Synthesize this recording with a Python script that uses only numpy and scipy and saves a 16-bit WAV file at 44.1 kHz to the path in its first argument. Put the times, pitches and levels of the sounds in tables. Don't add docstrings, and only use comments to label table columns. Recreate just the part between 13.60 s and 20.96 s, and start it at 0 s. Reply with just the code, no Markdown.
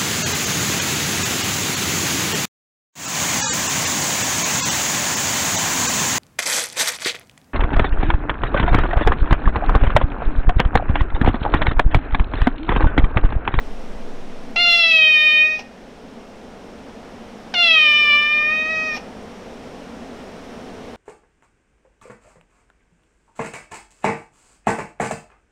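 import sys
import numpy as np
from scipy import signal
from scipy.fft import rfft, irfft, next_fast_len
from scipy.io import wavfile

SR = 44100
rng = np.random.default_rng(int(sys.argv[2]) if len(sys.argv) > 2 else 0)


def to_wav(sig):
    pcm = np.clip(np.atleast_2d(sig), -1, 1) * 32767
    pcm = np.round(pcm).astype(np.int16)
    wavfile.write(sys.argv[1], SR, pcm.T)


N = 324600

# start in seconds, end in seconds, main resonance in Hz, base gains in dB of the
# jaw, upper and front resonances, closing hiss in dB.
MEOWS = [(0.959, 2.016, 2466, -39.5, 2.5, -6.6, -47.5), (3.937, 5.376, 2420, -11.5, -3, -2.5, -38)]
# time in seconds, opening (0 nearly shut, 1 wide),
# treble offset in dB.
MOUTH = [
    [(.96, 0.52, -13.5), (1.02, 0.64, -13), (1.12, 0.66, 9), (1.24, 0.7, -1), (1.33, 0.74, 4.5),
     (1.41, 0.79, -0.5), (1.58, 0.78, 5), (1.79, 0.79, -3.5), (1.87, 0.3, 3), (2.0, 0.071, 8)],
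    [(3.94, 0.63, -8), (4.0, 0.75, -14.5), (4.1, 0.9, -5.5), (4.24, 1, -1), (4.4, .99, 4.5),
     (4.66, 0.9, 1.5), (4.8, 0.56, -3.5), (5.02, 0.39, -4.7), (5.39, .03, 13)],
]


def from_db(db):
    return 10 ** (np.asarray(db) / 20)


def unit_rms(x):
    return x / np.sqrt(np.mean(np.abs(x) ** 2) + 1e-20)


def curves_at(rows, t):
    times_s, *columns = np.transpose(rows)
    return [np.interp(t, times_s, column) for column in columns]


def drift(t, rate_hz, step=8, run_in=2000):
    pole = np.exp(-2 * np.pi * rate_hz * step / SR)
    white = rng.standard_normal(len(t) // step + run_in + 2)
    slow = signal.lfilter([1], [1, -2 * pole, pole * pole], white)[run_in:]
    return np.interp(np.arange(len(t)) / step, np.arange(len(slow)), unit_rms(slow))


def resonance(hz, centre_hz, half_width_hz, db):
    return from_db(db) / (1 + ((hz - centre_hz) / half_width_hz) ** 2)


def noise(colour, envelope, modes=()):
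    size = next_fast_len(len(envelope) + SR // 4, True)
    hz = np.maximum(np.arange(size // 2 + 1) * SR / size, 1)
    points_hz, points_db = np.transpose(colour)
    gain = from_db(np.interp(np.log(hz), np.log(points_hz), points_db))
    gain = unit_rms(gain * (1 + sum(resonance(hz, *mode) for mode in modes)))
    white = envelope * rng.standard_normal(len(envelope))
    return irfft(rfft(white, size) * gain, size)[:len(envelope)]


def burst(t, start_s, db, decay_s):
    return from_db(db) * (t >= start_s) * np.exp(-np.abs(t - start_s) / decay_s)


def swell(t, centre_s, db, half_s):
    return from_db(db) * np.exp(-((t - centre_s) / half_s) ** 2)


def held(age_s, db, hold_s):
    return from_db(db) * np.exp(-(age_s / hold_s) ** 4)


def room_hush(t):
    # time in seconds, level in dB.
    hush_level = [(0, -37), (.93, -37.5), (1.35, -43.5), (2.3, -40.5), (3.92, -37.5), (4.15, -41),
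                  (5.0, -37), (7.36, -35.5)]
    # frequency in Hz, relative level in dB.
    hush_colour = [(29, -47.5), (50, -12), (75, -12), (128, -14.5), (239, 1), (319, -9.5), (437, -5.5),
                   (470, -10), (690, -7.5), (1060, -15.5), (1230, -16.5), (3220, -24.5), (4520, -30.5),
                   (5480, -30), (15800, -55)]
    # centre in Hz, half width in Hz, added gain in dB.
    room_modes = [(79.5, 8.3, -0.5), (264, 28, -15), (176, 29, -12), (484, 36, 0), (5570, 300, -10),
                  (8750, 300, -4.5)]
    level_db, = curves_at(hush_level, t)
    return noise(hush_colour, from_db(level_db), room_modes)


def rumble(t, sway_hz=10.5):
    # frequency in Hz, relative level in dB.
    rumble_colour = [(3, -3.5), (8, -2), (16, -2), (26, -1.5), (38, -5.5), (55, -16.5), (130, -24.5),
                     (220, -67.5)]
    handling = held(t, db=-36, hold_s=.5)
    sway = np.sqrt(2) * held(t, db=-25.5, hold_s=1.0) * np.sin(2 * np.pi * sway_hz * t)
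    return noise(rumble_colour, from_db(-50) + handling) + sway


def wet_ticks(t, decay_s=0.004):
    # start in seconds, body level in dB, snap level in dB.
    ticks = [(.833, -51, -62), (.907, -57, -57), (1.271, -44, -70), (1.313, -45, -63), (1.446, -43, -72),
             (1.871, -44, -74), (1.991, -45, -65), (3.80, -57, -66)]
    # frequency in Hz, relative level in dB.
    body_colour = [(400, -45), (1500, -13), (3000, -7.5), (5300, 3), (7000, -8), (10000, -24.5),
                   (15000, -19)]
    snap_colour = [(4000, -26), (9000, -4), (14000, -5.5), (16000, -8)]
    bodies = sum(burst(t, start_s, db, decay_s) for start_s, db, _ in ticks)
    snaps = sum(burst(t, start_s, db, decay_s) for start_s, _, db in ticks)
    return noise(body_colour, bodies) + noise(snap_colour, snaps)


def hoarseness_db(t, start_s, end_s, clear_db=-41.5, break_up_db=-0.5, break_up_s=.021):
    # centre in seconds, flutter in dB, half length in seconds.
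    cracks = [(1.222, -29.5, 0.021), (1.32, -19.5, 0.016), (1.381, -27, 0.0097), (4.241, -27, .05)]
    onset = burst(t, start_s, db=-10, decay_s=.009)
    strain = held(t - start_s, db=-24.5, hold_s=.47)
    cracking = sum(swell(t, *row) for row in cracks)
    break_up = from_db(break_up_db) * np.exp((t - end_s) / break_up_s)
    return 20 * np.log10(from_db(clear_db) + onset + strain + cracking + break_up)


def closure(t, mouth):
    opening, _ = curves_at(mouth, t)
    return 1 - np.clip(opening, 0, 1)


def vocal_tract(hz, t, pitch_hz, call, mouth, settled_hz=615, roll_off_hz=6500, lips_full_db=-28):
    # centre in Hz, half width in Hz, base gain in dB.
    throat = [(697, 260, -30), (1750, 115, -11)]
    front = [(4570, 100, -30), (5334, 223, -24.5)]
    treble = [(7100, 330, -53.5), (9706, 440, -44), (13636, 1217, -41)]
    lips = [(625, 160, -35), (6300, 130, -40.5), (8360, 356, -55.5)]
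    _, _, main_hz, jaw_db, upper_db, front_db, _ = call
    _, treble_db = curves_at(mouth, t)
    shut = closure(t, mouth)
    raised_hz = pitch_hz - settled_hz
    upper_db = upper_db - 39 * shut
    jaw = (1154, 49, jaw_db - 2.5 * shut)
    main = (main_hz + 2.18 * raised_hz - 143 * shut, 102.6, 0)
    upper = (3210 + 5.26 * raised_hz + 477 * shut, 266, upper_db)
    peaks = [jaw, main, upper, *throat]
    peaks += [(centre, width, db + front_db + treble_db - 4.5 * shut) for centre, width, db in front]
    peaks += [(centre, width, db + treble_db - 28.6 * shut) for centre, width, db in treble]
    gain = sum(resonance(hz, *peak) for peak in peaks)
    lip_share = np.clip(upper_db / lips_full_db, 0, 1) ** 2
    gain += lip_share * sum(resonance(hz, *peak) for peak in lips)
    gain /= np.hypot(1, (hz / roll_off_hz) ** 2)
    lag_rad = sum(np.arctan((hz - centre) / width) for centre, width, _ in peaks)
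    return gain / np.linalg.norm(gain, axis=0) * np.exp(-1j * lag_rad)


def meow(call, mouth, pitch, loudness, overshoot_hz, settle_s=.0045, attack_s=.0045, release_s=.026,
         waver_db=2.07, flutter_hz=220, rasp_db=-4, partials=26, hop=32):
    start_s, end_s, *_ = call
    span = np.arange(int(start_s * SR), int(end_s * SR))
    t = span / SR
    pitch_hz = curves_at(pitch, t)[0] + overshoot_hz * np.exp(-(t - start_s) / settle_s)
    level_db, = curves_at(loudness, t)
    hoarse = from_db(hoarseness_db(t, start_s, end_s))
    jitter = (0.0016 + 0.025 * hoarse) * drift(t, rate_hz=45)
    phase = 2 * np.pi * np.cumsum(pitch_hz * (1 + jitter)) / SR
    orders = np.arange(1, partials + 1)
    gains = vocal_tract(orders[:, None] * pitch_hz[::hop], t[::hop], pitch_hz[::hop], call, mouth)
    voice = np.zeros(len(t))
    for order, coarse_gain in zip(orders, gains):
        gain = np.interp(t, t[::hop], coarse_gain)
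        depth = hoarse * order * pitch_hz.mean() / 3000
        turbulence = (drift(t, flutter_hz) + 1j * drift(t, flutter_hz)) / np.sqrt(2)
        flutter = (1 + depth * turbulence) / np.hypot(1, depth)
        waver = from_db(waver_db * (1 - np.abs(gain) ** 2) * drift(t, rate_hz=21.7))
        voice += np.real(gain * waver * flutter * np.exp(1j * order * phase))
    # frequency in Hz, relative level in dB.
    rasp_colour = [(150, -59.5), (500, -25), (780, -11.5), (1600, -22), (2200, -18), (2700, -1.5),
                   (3500, 7.5), (4500, 0.5), (5500, -2), (7000, -25), (15000, -51.5)]
    folds_open = (1 + np.cos(phase)) / 2
    voice += noise(rasp_colour, hoarse * from_db(rasp_db) * folds_open)
    ramp = np.clip((t - start_s) / attack_s, 0, 1) * np.clip((end_s - t) / release_s, 0, 1)
    gate = np.sin(np.pi / 2 * ramp) ** 2
    out = np.zeros(N)
    out[span] = np.sqrt(2) * voice * gate * from_db(level_db)
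    return out


def cat_voice():
    # time in seconds, pitch in Hz.
    pitch = [
        [(0.965, 686), (0.973, 679), (1.001, 704.4), (1.197, 679), (1.415, 629.8), (1.597, 613.2), (1.665, 618),
         (1.677, 612.3), (1.939, 623.2), (1.99, 620)],
        [(3.95, 709), (3.96, 704), (4.016, 694.2), (4.196, 620), (4.256, 610.4), (4.282, 598.6), (4.428, 598),
         (4.514, 588.9), (4.852, 608), (4.95, 621.4), (5.084, 628), (5.108, 638.3), (5.15, 632), (5.284, 626.3),
         (5.36, 599.3)],
    ]
    # time in seconds, level in dB.
    loudness = [
        [(0.965, -16.5), (1.037, -12.5), (1.143, -14), (1.443, -11.5), (1.813, -11.5), (1.957, -22), (2.0, -38)],
        [(3.945, -21.5), (4.003, -13.5), (4.195, -11.5), (4.491, -14), (4.543, -12.5), (4.587, -15.5),
         (4.915, -18.5), (5.015, -19), (5.043, -22), (5.307, -23.5), (5.38, -30.5)],
    ]
    overshoot_hz = [0, 190]
    return sum(meow(*controls) for controls in zip(MEOWS, MOUTH, pitch, loudness, overshoot_hz))


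def throat_catches(t):
    # start in seconds, level in dB, decay in seconds.
    catches = [(0.96, -21, 0.006), (1.992, -30, 0.017), (3.94, -20, 0.0061), (5.367, -27, 0.013)]
    # frequency in Hz, relative level in dB.
    catch_colour = [(120, -53), (300, -18.5), (600, -4), (780, 2), (1100, -11), (1700, -16), (2600, -1),
                    (3600, -18.5), (5500, -11), (8000, -44), (15000, -51)]
    return noise(catch_colour, sum(burst(t, *row) for row in catches))


def closing_hiss(t, narrow_db=-58, puff_lead_s=.02):
    # frequency in Hz, relative level in dB.
    hiss_colour = [(2000, -25), (4200, -18), (5000, -4.5), (5480, 5.5), (6100, -9), (7200, -30),
                   (11000, -39.5), (13800, -26.5), (15500, -41.5)]
    envelope = np.zeros(N)
    for (start_s, end_s, *_, puff_db), mouth in zip(MEOWS, MOUTH):
        voiced = (t > start_s) & (t < end_s)
        envelope += from_db(narrow_db) * closure(t, mouth) ** 4 * voiced
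        envelope += swell(t, end_s - puff_lead_s, puff_db, half_s=.022)
    return noise(hiss_colour, envelope)


def room_ring(x, level_db=-12.5, first_echo_s=0.0098, t60_s=0.29):
    t = np.arange(SR // 2) / SR
    echoes = rng.standard_normal(len(t)) * from_db(-60 * t / t60_s) * (t > first_echo_s)
    return from_db(level_db) * signal.fftconvolve(x, echoes / np.linalg.norm(echoes))[:N]


def scene():
    t = np.arange(N) / SR
    cat = cat_voice() + closing_hiss(t) + wet_ticks(t) + throat_catches(t)
    return (cat + room_ring(cat) + room_hush(t) + rumble(t))[None]


def record(dry):
    cutoff_hz = 15750
    return signal.sosfilt(signal.ellip(12, .1, 90, cutoff_hz, fs=SR, output="sos"), dry)


dry = scene()
out = record(dry)
to_wav(out)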